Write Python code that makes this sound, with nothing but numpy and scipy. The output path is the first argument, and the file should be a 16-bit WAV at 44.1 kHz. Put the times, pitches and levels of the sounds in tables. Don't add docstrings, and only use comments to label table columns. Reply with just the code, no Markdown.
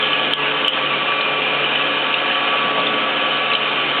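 import sys
import numpy as np
from scipy import signal
from scipy.fft import rfft, irfft, next_fast_len
from scipy.io import wavfile
from scipy.ndimage import uniform_filter1d, minimum_filter1d, map_coordinates

SR = 44100
rng = np.random.default_rng(int(sys.argv[2]) if len(sys.argv) > 2 else 0)


def output_pcm(signal):
    pcm = np.clip(np.atleast_2d(signal).T, -1, 1) * 32767
    wavfile.write(sys.argv[1], SR, np.round(pcm).astype(np.int16))


N = 176400
TIME = np.arange(N) / SR
SHAFT_HZ, BELT_HZ = 48.01, 16.0
ATTACK_S = .0005


def amp(db):
    return 10 ** (np.asarray(db) / 20)


def unit(x):
    return x / np.sqrt(np.mean(x ** 2) + 1e-20)


def curves(rows):
    times, *columns = np.transpose(rows)
    return [np.interp(TIME, times, column) for column in columns]


def wobble(knots_per_s):
    knots = rng.standard_normal(int(N * knots_per_s / SR) + 4)
    return map_coordinates(knots, [np.arange(N) * knots_per_s / SR])


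def filtered(x, response):
    size = next_fast_len(N + SR // 2)
    return irfft(rfft(x, size) * response(np.fft.rfftfreq(size, 1 / SR)), size)[:N]


def noise_band(response):
    return unit(filtered(rng.standard_normal(N), response))


def rush(spectrum, patchy_db=1.5):
    cells = signal.stft(rng.standard_normal(N), nperseg=1024)[2]
    patches = uniform_filter1d(rng.standard_normal(cells.shape), size=4, axis=0)
    patches = uniform_filter1d(patches, size=8, axis=1)
    noise = signal.istft(cells * amp(patchy_db * unit(patches)), nperseg=1024)[1][:N]
    hz, db = np.transpose(spectrum)
    return unit(filtered(noise, lambda f: amp(np.interp(np.log(f + 1), np.log(hz), db))))


def tone(hz, waver_db, drift_rad):
    phase = 2 * np.pi * (hz * TIME + rng.random()) + drift_rad * wobble(3.12)
    return unit(np.sin(phase) * amp(waver_db * wobble(4.2497)))


def wheel_rush(gain_db=4.5):
    # (frequency [Hz], relative density [dB])
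    spectrum = [(100, -63.5), (300, -17), (450, -2.5), (750, -0.5), (1000, -1.5), (1350, 1), (1700, -3),
                (2000, -4), (2400, -6), (3200, -34.5), (4500, -71.5)]
    # (time [s], relative level [dB])
    envelope = [(0, -30.5), (.6, -29), (1.1, -30.5), (1.65, -29), (2.15, -30), (2.65, -28.5), (2.8, -30),
                (2.95, -28), (3.5, -30.5), (3.75, -28.5), (4, -28.5)]
    return amp(curves(envelope)[0] + gain_db) * rush(spectrum)


def wheel_ring():
    # (frequency [Hz], bandwidth [Hz], relative level [dB])
    groups = [
        [(2434.3, 18, 0), (2460.9, 40, -1)],
        [(2996, 24, -0.5), (3074.9, 10, 1.5), (3140.2, 23, -7.5)],
    ]
    # (time [s], lower group's level [dB], upper group's level [dB])
    envelopes = [(0, -42.5, -32.5), (.27, -28, -35), (.45, -41, -41.5), (.8, -36.5, -37.5),
                 (1.05, -36, -44.5), (1.25, -34, -38.5), (1.5, -34, -36), (1.78, -32.5, -30),
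                 (2.02, -35, -37), (2.25, -36.5, -30), (2.42, -34, -30), (2.6, -28, -35.5),
                 (2.9, -44.5, -42), (3.27, -45, -27.5), (3.47, -31, -42), (3.78, -42.5, -27),
                 (4, -38, -37.5)]

    def ring(modes):
        return noise_band(lambda f: sum(amp(db) * width * f / (width * f + 1j * (f * f - hz * hz))
                                        for hz, width, db in modes))
    return sum(amp(db) * ring(modes) for modes, db in zip(groups, curves(envelopes)))


def grit(sigma_hz=670, t60_s=.02):
    # (time [s], level [dB], centre frequency [Hz])
    scratches = [(1.2095, -9.5, 3180), (2.142, -15, 3345), (2.293, -15.5, 3200), (2.327, -14.5, 2997),
                 (2.801, -15.5, 3853), (3.37, -14.5, 3560)]
    out = np.zeros(N)
    for start, db, hz in scratches:
        age = np.maximum(TIME - start, 0)
        scratch = noise_band(lambda f: np.exp(-.5 * ((f - hz) / sigma_hz) ** 2))
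        out += amp(db - 60 * age / t60_s) * (1 - np.exp(-age / ATTACK_S)) * scratch
    return out


def coolant_spray(gain_db=3.5, flutter_db=.16, pulse_depth=.047):
    # (frequency [Hz], relative density [dB])
    spectrum = [(800, -65), (1900, -15.5), (2350, -1.5), (2800, -0.5), (3100, -0.5), (3350, -5), (3700, -5),
                (4000, -9), (4700, -8.5)]
    # (time [s], relative level [dB])
    envelope = [(0.0, -20), (0.22, -21.5), (0.41, -22.5), (2.44, -22), (2.83, -22.5), (3.24, -22.5),
                (3.48, -22), (4.0, -21.5)]
    pulse = 1 + pulse_depth * np.sin(2 * np.pi * SHAFT_HZ * TIME)
    level_db = curves(envelope)[0] + gain_db + flutter_db * wobble(120)
    return amp(level_db) * pulse * rush(spectrum)


def plinks_knocks_ticks(rise_per_s=1.2, spatter_per_s=180, spatter_hz=2732.2, spatter_t60_s=.042):
    # (time [s], level [dB], starting frequency [Hz], 60 dB decay time [s])
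    events = [(0.0276, -5, 3261, 0.0169), (.038, -9, 3212, .015), (.1314, .5, 2950, .011),
              (.3358, 9.5, 3220, .009), (.6468, -2, 3000, .012), (.6813, 8.5, 3070, .013),
              (0.6896, -1.5, 2913, 0.02274), (0.734, -7, 3261, 0.02035), (.776, -11, 1648, 0.01801),
              (.860, -8.5, 2888, 0.019), (1.1218, -9, 1642, 0.01616), (1.2125, -5, 4057, 0.011126),
              (1.6419, -8, 2949, 0.028), (1.756, -8.5, 2947, 0.0327), (2.1412, -3.5, 2761, 0.016296),
              (2.1431, -5, 3649, .008), (2.301, -10.5, 1690, 0.019), (2.868, -7, 3534, 0.024),
              (2.869, -10.5, 4435, 0.019), (3.516, -4, 2642, 0.010946), (3.535, -2, 3939, 0.01346),
              (3.5514, -2, 3070, 0.022), (3.5537, -4, 3762, .01)]
    spatter = []
    for when, strength, pitch in rng.random((int(spatter_per_s * N / SR), 3)):
        db = -29 - 3 * np.log(1 - .98 * strength)
        spatter.append((when * N / SR, db, spatter_hz * (1 + .28 * (pitch - .5)), spatter_t60_s))
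    out, age = np.zeros(N + SR), np.arange(SR // 16) / SR
    for start, db, hz, t60 in events + spatter:
        ring = np.sin(2 * np.pi * hz * age * (1 + rise_per_s * age / 2))
        envelope = amp(db - 60 * age / t60) * (1 - np.exp(-age / ATTACK_S))
        out[round(start * SR):][:len(age)] += envelope * ring
    return out[:N]


def whines(neighbour_hz=1151.3, neighbour_db=-37):
    pitches = [1144.3, 1155.5, 1683.3, 2401]
    # (time [s], level of each [dB])
    envelopes = [(0, -26.5, -41, -31.5, -33.5), (.35, -39, -34, -29.5, -46), (.6, -35.5, -32.5, -38, -45.5),
                 (1.0, -32, -30, -44.5, -35), (1.25, -36, -30.5, -39.5, -25.5),
                 (1.48, -36, -35, -41, -27.5), (1.62, -35.5, -38, -38, -34),
                 (2.0, -31, -40.5, -33.5, -32.5), (2.3, -29.5, -40, -31.5, -38),
                 (2.6, -26, -38.5, -35.5, -41.5), (3.0, -30, -35.5, -35, -41.5),
                 (3.4, -29, -37, -32.5, -41.5), (3.65, -30, -40.5, -36.5, -35.5),
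                 (4, -30.5, -39.5, -34.5, -45)]
    lines = sum(amp(db) * tone(hz, waver_db=1.5, drift_rad=.15)
                for hz, db in zip(pitches, curves(envelopes)))
    return lines + amp(neighbour_db) * tone(neighbour_hz, waver_db=1.5, drift_rad=.092)


def motor():
    # (multiple of the shaft rate, level [dB])
    shaft_orders = [(3, -44.5), (6, -39), (9, -36), (15, -38), (18, -47.5), (27, -39), (51, -38.5),
                    (52, -44)]
    # (multiple of the belt rate, level [dB])
    belt_orders = [(32, -38.5), (33, -38), (35, -46), (70, -43), (73, -46.5), (74, -43.5), (80, -42.5),
                   (82, -42)]
    # (frequency [Hz], level [dB])
    tones = [(226, -46), (548, -39.5), (627, -41), (901, -43), (1462, -53.5), (1518, -42.5), (1583, -47.5),
             (2099, -48), (2681, -44), (2999, -41), (3084, -38.5)]
    shaft = sum(amp(db) * tone(k * SHAFT_HZ, waver_db=2.6352, drift_rad=.14) for k, db in shaft_orders)
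    belt = sum(amp(db) * tone(k * BELT_HZ, waver_db=3, drift_rad=.15) for k, db in belt_orders)
    return shaft + belt + sum(amp(db) * tone(hz, waver_db=4, drift_rad=.39) for hz, db in tones)


def frame_rumble():
    # (frequency [Hz], relative density [dB])
    spectrum = [(20, -29), (70, -31), (105, -23.5), (135, -9.5), (180, -6.5), (240, 0), (330, 2.5),
                (430, -1.5), (600, -18.5), (1000, -64)]
    # (time [s], level [dB])
    envelope = [(0, -38.5), (.25, -33), (.7, -36.5), (.97, -36.5), (1.3, -35.5), (2, -36), (2.6, -36),
                (2.8, -32.5), (3.05, -33.5), (3.45, -39.5), (3.8, -33.5), (4, -35.5)]
    return amp(curves(envelope)[0]) * rush(spectrum)


def table_bumps(sigma_octaves=.4):
    # (time [s], half-width [s], level [dB], centre frequency [Hz])
    bumps = [(0.963, .03, -30.5, 290.3), (2.662, 0.022, -33, 196.9), (2.781, 0.043, -24.5, 721.8),
             (2.813, .035, -30.5, 242.3), (2.939, .025, -33.5, 210.5)]
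    out = np.zeros(N)
    for peak, width, db, hz in bumps:
        thud = noise_band(lambda f: np.exp(-.5 * (np.log2((f + 1) / hz) / sigma_octaves) ** 2))
        out += amp(db) * np.exp(-((TIME - peak) / width) ** 2) * thud
    return out


def workshop(x, guard_s=.0072, guard_db=-13.5, room_db=-5.5, t60_s=.15):
    age = np.arange(SR // 4) / SR
    tail = rng.standard_normal(len(age)) * amp(-60 * age / t60_s)
    echo = np.pad(x, (round(guard_s * SR), 0))[:N]
    reverberation = signal.fftconvolve(x, tail / np.linalg.norm(tail))[:N]
    return x + amp(guard_db) * echo + amp(room_db) * reverberation


def scene():
    machine = motor() + whines() + frame_rumble() + wheel_rush() + wheel_ring() + table_bumps()
    return (machine + coolant_spray() + workshop(plinks_knocks_ticks() + grit()))[None]


def limiter(x, threshold_db=-5, attack_s=.00075, ahead_s=.00016, hold_s=.03, recover_s=.02):
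    over_db = np.maximum(20 * np.log10(np.abs(x) + 1e-9) - threshold_db, 0)
    half_hold = round(hold_s * SR / 2)
    held_db = -minimum_filter1d(-over_db, 2 * half_hold + 1, origin=half_hold)
    fade = TIME / recover_s
    cut_db = np.exp(np.maximum.accumulate(np.log(held_db + 1e-9) + fade) - fade)
    attack, ahead = round(attack_s * SR), round(ahead_s * SR)
    smooth_cut_db = np.convolve(cut_db, np.ones(attack) / attack)[ahead:][:N]
    return x * amp(-smooth_cut_db)


def saturate(x, knee_db=-4, ceiling_db=-2.7):
    knee = amp(knee_db)
    headroom = amp(ceiling_db) - knee
    clean = np.clip(x, -knee, knee)
    return clean + headroom * np.tanh((x - clean) / headroom)


def record(dry, mic_top_hz=4727, top_hz=15870):
    # (frequency [Hz], gain [dB])
    response = [(20, 0), (3300, 0.5), (3650, -1.5), (3850, -6), (4000, -12), (4250, -15), (4420, -26.5),
                (4600, -46.5), (4800, -67.5)]
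    hz, db = np.transpose(response)
    picked_up = filtered(dry[0], lambda f: amp(np.interp(f, hz, db)) * (f < mic_top_hz))
    return filtered(saturate(limiter(picked_up)), lambda f: f < top_hz)[None]


dry = scene()
out = record(dry)
output_pcm(out)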